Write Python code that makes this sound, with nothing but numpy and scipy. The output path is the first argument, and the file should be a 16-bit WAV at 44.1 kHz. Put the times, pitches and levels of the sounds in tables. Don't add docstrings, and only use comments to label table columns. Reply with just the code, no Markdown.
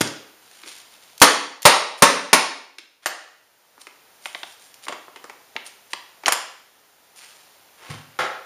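import sys
import numpy as np
from scipy import signal
from scipy.fft import rfft, irfft, next_fast_len
from scipy.io import wavfile
from scipy.ndimage import uniform_filter1d, minimum_filter1d

SR = 44100
rng = np.random.default_rng(int(sys.argv[2]) if len(sys.argv) > 2 else 0)


def master_out(mix):
    frames = np.transpose(np.atleast_2d(mix))
    ceiling = np.clip(frames, -1, 1)
    pcm = np.round(ceiling * 32767).astype(np.int16)
    wavfile.write(sys.argv[1], SR, pcm)


N = 372644
TIME = np.arange(N) / SR
AGE = TIME[:SR * 2 // 5]

# frequency in Hz, density in dB.
HISS_COLOUR = [(18, -58), (30, -30), (92, -15), (312, -11), (426, -7), (953, -4.5), (1110, -8.5),
               (1370, -7), (2190, -10), (6700, -14), (7830, -15), (15000, -15.5)]
# frequency in Hz, level in dB, t60 in seconds.
GARAGE_REVERB = [(60, -13.5, 0.4), (129, -10, 0.4), (276, -1.5, .6), (600, -1.5, 0.59), (1090, 0, 0.55),
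                 (2520, -1, 0.61), (5000, -1, 0.57), (9700, -4, 0.43), (14000, -8.5, .26)]
# frequency in Hz, density in dB.
CLOTH_COLOUR = [(80, -10), (300, 4), (1500, 0.5), (3000, -0.5), (6500, -3), (9500, 2), (12000, -7.5),
                (16000, -11.5)]
# time in seconds, level in dB.
SLEEVE_LIFT = [(0.42, -61), (0.558, -51), (0.646, -55.5), (0.674, -40.5), (0.892, -60.5), (0.95, -52.5),
               (0.996, -64), (1.026, -54.5), (1.17, -60)]
SLEEVE_REACH = [(4.2, -70), (4.258, -40.5), (4.306, -55), (4.526, -51), (4.558, -68), (4.624, -52.5),
                (4.72, -61.5)]
SLEEVE_BACK = [(7.14, -73), (7.178, -57), (7.19, -47), (7.512, -65.5), (7.6, -65)]
CABINET_SCRAPE = [(7.74, -60), (7.766, -74), (7.782, -55), (7.922, -41.5), (8.1, -67), (8.18, -58)]
# midpoint in seconds, level in dB, pitch in Hz.
GLOVE_SLIPS = [(1.993, -34.5, 6020), (3.042, -41, 2000), (3.818, -44.5, 5000), (4.842, -44, 4100),
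               (5.67, -43.5, 5500), (5.922, -44.5, 5074), (7.176, -46, 5700), (7.238, -48.5, 2610),
               (7.91, -40.5, 1900)]
# frequency in Hz, level in dB.
CABINET_MODES = [(113, -2.5), (150, -2.5), (250, -4.5), (515, 1), (690, -28), (781, -15), (1730, -11)]
# start in seconds, level in dB, contact cut-off in Hz.
CABINET_BUMPS = [(0.008, -31, 2500), (7.890, -35, 150), (7.899, -29, 120), (7.946, -34.5, 151),
                 (7.99, -37.5, 170), (8.07, -45.5, 202), (8.193, -37, 2000)]
# start in seconds, level in dB, t60 in seconds, reverb send in dB.
MALLET_CLUNK = (8.1895, -16.5, 0.165, 7.5)
# frequency in Hz, density in dB.
CLUNK_COLOUR = [(100, -15), (250, -15), (480, -2.5), (750, -0.5), (1050, -5), (1350, 1.5), (1750, -3),
                (2200, -7.5), (2700, -15.5), (4000, -18.5), (6000, -26), (10000, -28), (15000, -42)]
# frequency in Hz, level in dB.
COVER_MODES = [(180, -17), (255, -18.5), (285, -14.5), (413, -16), (490, -14.5), (580, -5.5), (640, -10),
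               (785, -10.5), (888, -9), (910, -4.5), (1055, -5.5), (1112, -5), (1281, -10), (1789, -11),
               (1874, -8), (2046, -10), (2198, -11.5), (2760, -8.5), (3720, -13), (3930, -11.5),
               (4525, -14.5), (5394, -11.5)]
# start in seconds, level in dB, pitch in Hz, crack in dB.
ENGINE_KNOCKS = [(0.008, -13, 310, -3), (0.012, -13, 1490, 0), (0.074, -23, 3850, -15),
                 (0.635, -33.5, 2170, -18), (0.661, -42, 317, -18), (2.784, -20, 2500, -4.5),
                 (3.0589, -3.5, 1160, -3.5), (3.067, -14.5, 4000, -2), (3.779, -39, 900, -11.5),
                 (3.869, -29.5, 1300, -7), (4.868, -31, 1190, -20), (4.883, -20.5, 1580, -7),
                 (4.895, -25, 573, -24), (4.9241, -21.5, 1150, -12.5), (5.0815, -34, 700, -23),
                 (5.1598, -29.5, 1650, -10), (5.2414, -29.5, 900, -8), (5.297, -29, 1240, -10),
                 (5.555, -31, 480, -17), (6.2359, -29.5, 1320, -11), (6.259, -12, 3100, -13),
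                 (6.266, -17.5, 1080, -1.5), (6.2813, -7.5, 1012, -3.5), (6.3217, -11.5, 1085, 5)]
# start in seconds, level in dB, seat pitch in Hz, crack in dB.
COVER_ROCKS = [(4.257, -21.5, 770, -16), (4.348, -22.5, 780, -25), (4.4319, -22.5, 806, -22),
               (5.5641, -19, 1060, -17), (5.933, -17, 1030, -8.5)]
# start in seconds, level in dB.
BRIGHT_TICKS = [(0.764, -48), (0.784, -46), (1.179, -41.5), (1.201, -33.5), (1.209, -33), (1.6205, -25),
                (1.629, -21), (1.6454, -28), (4.742, -45.5)]
# start in seconds, level in dB, pitch in Hz, t60 in seconds.
STEEL_PING = (3.066, -20, 13140, .13)
# frequency in Hz, density in dB.
RATTLE_COLOUR = [(60, -31), (140, -6.5), (250, -8.5), (550, -3.5), (1050, 2.5), (1500, -3.5), (2100, -2.5),
                 (3200, -6.5), (5200, -7), (7000, -11.5), (9500, -6.5), (12000, -18.5), (16000, -26)]
# start in seconds, level in dB, rattle t60 in seconds, relative thump in dB.
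MALLET_BLOWS = [(1.2173, 16.5, 0.1, -11), (1.6534, 16, 0.1, -5.5), (2.0224, 15.5, .075, -18),
                (2.3307, 11.5, 0.081, -26.5)]


def from_db(db):
    return 10 ** (np.asarray(db) / 20)


def at_hz(points, hz, column=1):
    points = np.array(points)
    return np.interp(np.log(hz + 1e-9), np.log(points[:, 0]), points[:, column])


def fade(t60, age=AGE):
    return np.exp(-np.log(1000) * age / max(t60, 1e-3))


def noise(colour, size):
    length = next_fast_len(size)
    gains = from_db(at_hz(colour, np.fft.rfftfreq(length, 1 / SR)))
    x = irfft(rfft(rng.standard_normal(length)) * gains, length)[:size]
    return x / x.std()


def passed(x, hz, kind, order=2):
    sos = signal.butter(order, np.clip(hz, 10, .45 * SR), kind, fs=SR, output="sos")
    return signal.sosfilt(sos, x + 1e-18)


def add(track, s, sound):
    start = max(round(s * SR), 0)
    track[start:start + len(sound)] += sound[:N - start]


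def ring(modes, spread_db):
    gains = from_db(spread_db * rng.standard_normal(len(modes))) * rng.choice([-1, 1], len(modes))
    return sum(gain * from_db(db) * np.sin(2 * np.pi * hz * AGE) * fade(.11 * (hz / 1000) ** -.4)
               for gain, (hz, db) in zip(gains, modes))


def burst(low_hz, high_hz, t60):
    envelope = fade(t60)
    x = passed(rng.standard_normal(len(AGE)) * envelope, [low_hz, high_hz], "band", order=3)
    return x * np.sqrt(np.sum(envelope ** 2) / np.sum(x ** 2))


def all_round(x, smooth_bins=121):
    spectrum = rfft(x)
    power = np.abs(spectrum) ** 2 + 1e-12
    even = irfft(spectrum * np.sqrt(np.abs(uniform_filter1d(power, smooth_bins)) / power), len(x))
    return even * np.clip(1 - (AGE / AGE.mean()) ** 2, 0, 1)


def hiss(level_db=-53.5):
    return from_db(level_db) * noise(HISS_COLOUR, N)


def garage(x, first_echo_s=.0022, build_s=.0068):
    age, hz = TIME[:SR], np.fft.rfftfreq(SR, 1 / SR)
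    echoes = rfft(rng.standard_normal(SR)) * from_db(at_hz(GARAGE_REVERB, hz))
    edges, tail = np.geomspace(30, SR / 2, 36), 0
    for low, high in zip(edges, edges[1:]):
        t60 = at_hz(GARAGE_REVERB, np.sqrt(low * high), column=2)
        tail = tail + irfft(echoes * ((hz >= low) & (hz < high)), SR) * fade(t60, age)
    build_up = np.clip((age - first_echo_s) / build_s, 0, 1)
    tail *= build_up / np.sqrt(np.sum(fade(.56, age) ** 2))
    return signal.fftconvolve(x, tail)[:N]


def rub(hz, size, grain_db=3.5, grain_hz=160):
    swish = passed(noise(CLOTH_COLOUR, size), [hz / 2, hz * 2], "band", order=1)
    catches = passed(rng.standard_normal(size), grain_hz, "low")
    return swish / swish.std() * from_db(grain_db * catches / catches.std())


def rubbing(slip_sigma_s=.011):
    out, middle = np.zeros(N), AGE.mean()
    for curve, hz, trim_db in [(SLEEVE_LIFT, 3650, 0), (SLEEVE_REACH, 5500, 0),
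                               (SLEEVE_BACK, 3810, 0), (CABINET_SCRAPE, 1400, 1)]:
        fader_db = np.interp(TIME, *np.transpose(curve), left=-np.inf, right=-np.inf)
        out += rub(hz, N) * from_db(trim_db + fader_db)
    swell = np.exp(-((AGE - middle) / slip_sigma_s) ** 2 / 2)
    for s, db, hz in GLOVE_SLIPS:
        add(out, s - middle, from_db(db) * swell * rub(hz, len(AGE)))
    return out


def cabinet(thud_db=-5):
    bumps, clunk = np.zeros(N), np.zeros(N)
    for s, db, cut_hz in CABINET_BUMPS:
        panels = passed(ring(CABINET_MODES, spread_db=5), cut_hz, "low")
        thud = from_db(thud_db) * burst(90, 190, t60=.07)
        add(bumps, s, from_db(db) * (panels + thud))
    bumps = passed(bumps, 70, "high", order=6)
    s, db, t60, send_db = MALLET_CLUNK
    add(clunk, s, from_db(db) * noise(CLUNK_COLOUR, len(AGE)) * fade(t60))
    clunk = passed(clunk, 220, "high")
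    return bumps + clunk, bumps + from_db(send_db) * clunk


def touch(hz, t60, crack_db, hollow_db, width=1.94, tone_db=-3, hollow_hz=350):
    tone = from_db(tone_db) * np.sin(2 * np.pi * hz * AGE) * fade(25 / hz)
    clack = burst(hz / width, hz * width, t60) + tone
    top_hz = 10800 * 2 ** (crack_db / 30)
    crack = from_db(crack_db) * burst(2200, top_hz, t60)
    hollow = from_db(hollow_db) * burst(hollow_hz / 1.25, hollow_hz * 1.25, t60=.033)
    cover = from_db(-28) * ring(COVER_MODES, spread_db=2)
    return passed(clack + crack + hollow + cover, 180, "high")


def contacts(bounce_s=.008, bounce_db=-9.5, rim_hz=2090, drop_s=.002946, drop_db=-8):
    for s, db, hz, crack_db in ENGINE_KNOCKS:
        t60 = .025 * 2 ** ((db + 20.5) / 30)
        hollow_db = -16 - .35 * (db + 20)
        yield s, db, 0, touch(hz, t60, crack_db, hollow_db)
        yield s + bounce_s * rng.uniform(.65, 1.35), db + bounce_db, 0, touch(hz, t60, crack_db, hollow_db)
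    for s, db, seat_hz, crack_db in COVER_ROCKS:
        rim = touch(rim_hz, .02, crack_db, hollow_db=-27, width=1.85, tone_db=-1.5)
        yield s, db, -2.5, rim
        seat = touch(seat_hz, .02, crack_db, hollow_db=-27, width=1.26, tone_db=-1)
        yield s + drop_s, db + drop_db, -2.5, seat
    for s, db in BRIGHT_TICKS:
        yield s, db, 2, touch(hz=4500, t60=.022, crack_db=7, hollow_db=-22)


def clatter(puff_db=-34):
    direct, send = np.zeros(N), np.zeros(N)
    for s, db, send_db, sound in contacts():
        puff = from_db(puff_db + db) * burst(25, 140, t60=.03)
        add(direct, s, from_db(db) * (sound + puff))
        add(send, s, from_db(db + send_db) * passed(all_round(sound), 180, "high"))
    s, db, hz, t60 = STEEL_PING
    add(direct, s, from_db(db) * np.sin(2 * np.pi * hz * AGE) * fade(t60))
    return direct, send


def mallet(ring_db=-11, thump_hz=150, thump_t60=.025, seat_lag_s=.0008, wet_db=-3.5):
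    out = np.zeros(N)
    for s, db, t60, thump_db in MALLET_BLOWS:
        cover = from_db(ring_db) * ring(COVER_MODES, spread_db=1)
        rattle = noise(RATTLE_COLOUR, len(AGE)) * fade(t60) * (AGE > seat_lag_s)
        thump = from_db(thump_db) * np.sin(2 * np.pi * thump_hz * AGE) * fade(thump_t60)
        direct = passed(cover + rattle, 170, "high", order=4) + passed(thump, 110, "high")
        echoes = garage(passed(cover + all_round(rattle), 160, "high", order=4))
        add(out, s - seat_lag_s, from_db(db) * direct)
        add(out, s - seat_lag_s, from_db(db + wet_db) * echoes)
    return out


def scene(reverb_db=-2.5):
    touches, touches_send = clatter()
    panels, panels_send = cabinet()
    cloth = rubbing()
    room = from_db(reverb_db) * garage(touches_send + panels_send + cloth)
    return (hiss() + room + cloth + panels + touches + mallet())[None]


def gain_control(x, threshold_db=1, most_db=11, attack_s=.01, hold_s=.7, release_db_per_s=10):
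    over_db = np.clip(20 * np.log10(np.abs(x) + 1e-9) - threshold_db, 0, most_db)
    half = int(hold_s * SR / 2)
    held_db = -minimum_filter1d(-over_db, 2 * half + 1, origin=half, mode="constant")
    release_db = release_db_per_s * TIME
    cut_db = np.maximum.accumulate(held_db + release_db, axis=-1) - release_db
    pole = np.exp(-1 / (attack_s * SR))
    return x * from_db(-signal.lfilter([1 - pole], [1, -pole], cut_db))


def record(dry):
    ceiling, cutoff_hz = .88, 15400
    ducked = gain_control(passed(dry, [7600, 8300], "bandstop"))
    clipped = ducked / (1 + (ducked / ceiling) ** 8) ** (1 / 8)
    high_cut = signal.ellip(12, .1, 80, cutoff_hz, fs=SR, output="sos")
    return signal.sosfilt(high_cut, clipped)


dry = scene()
out = record(dry)
master_out(out)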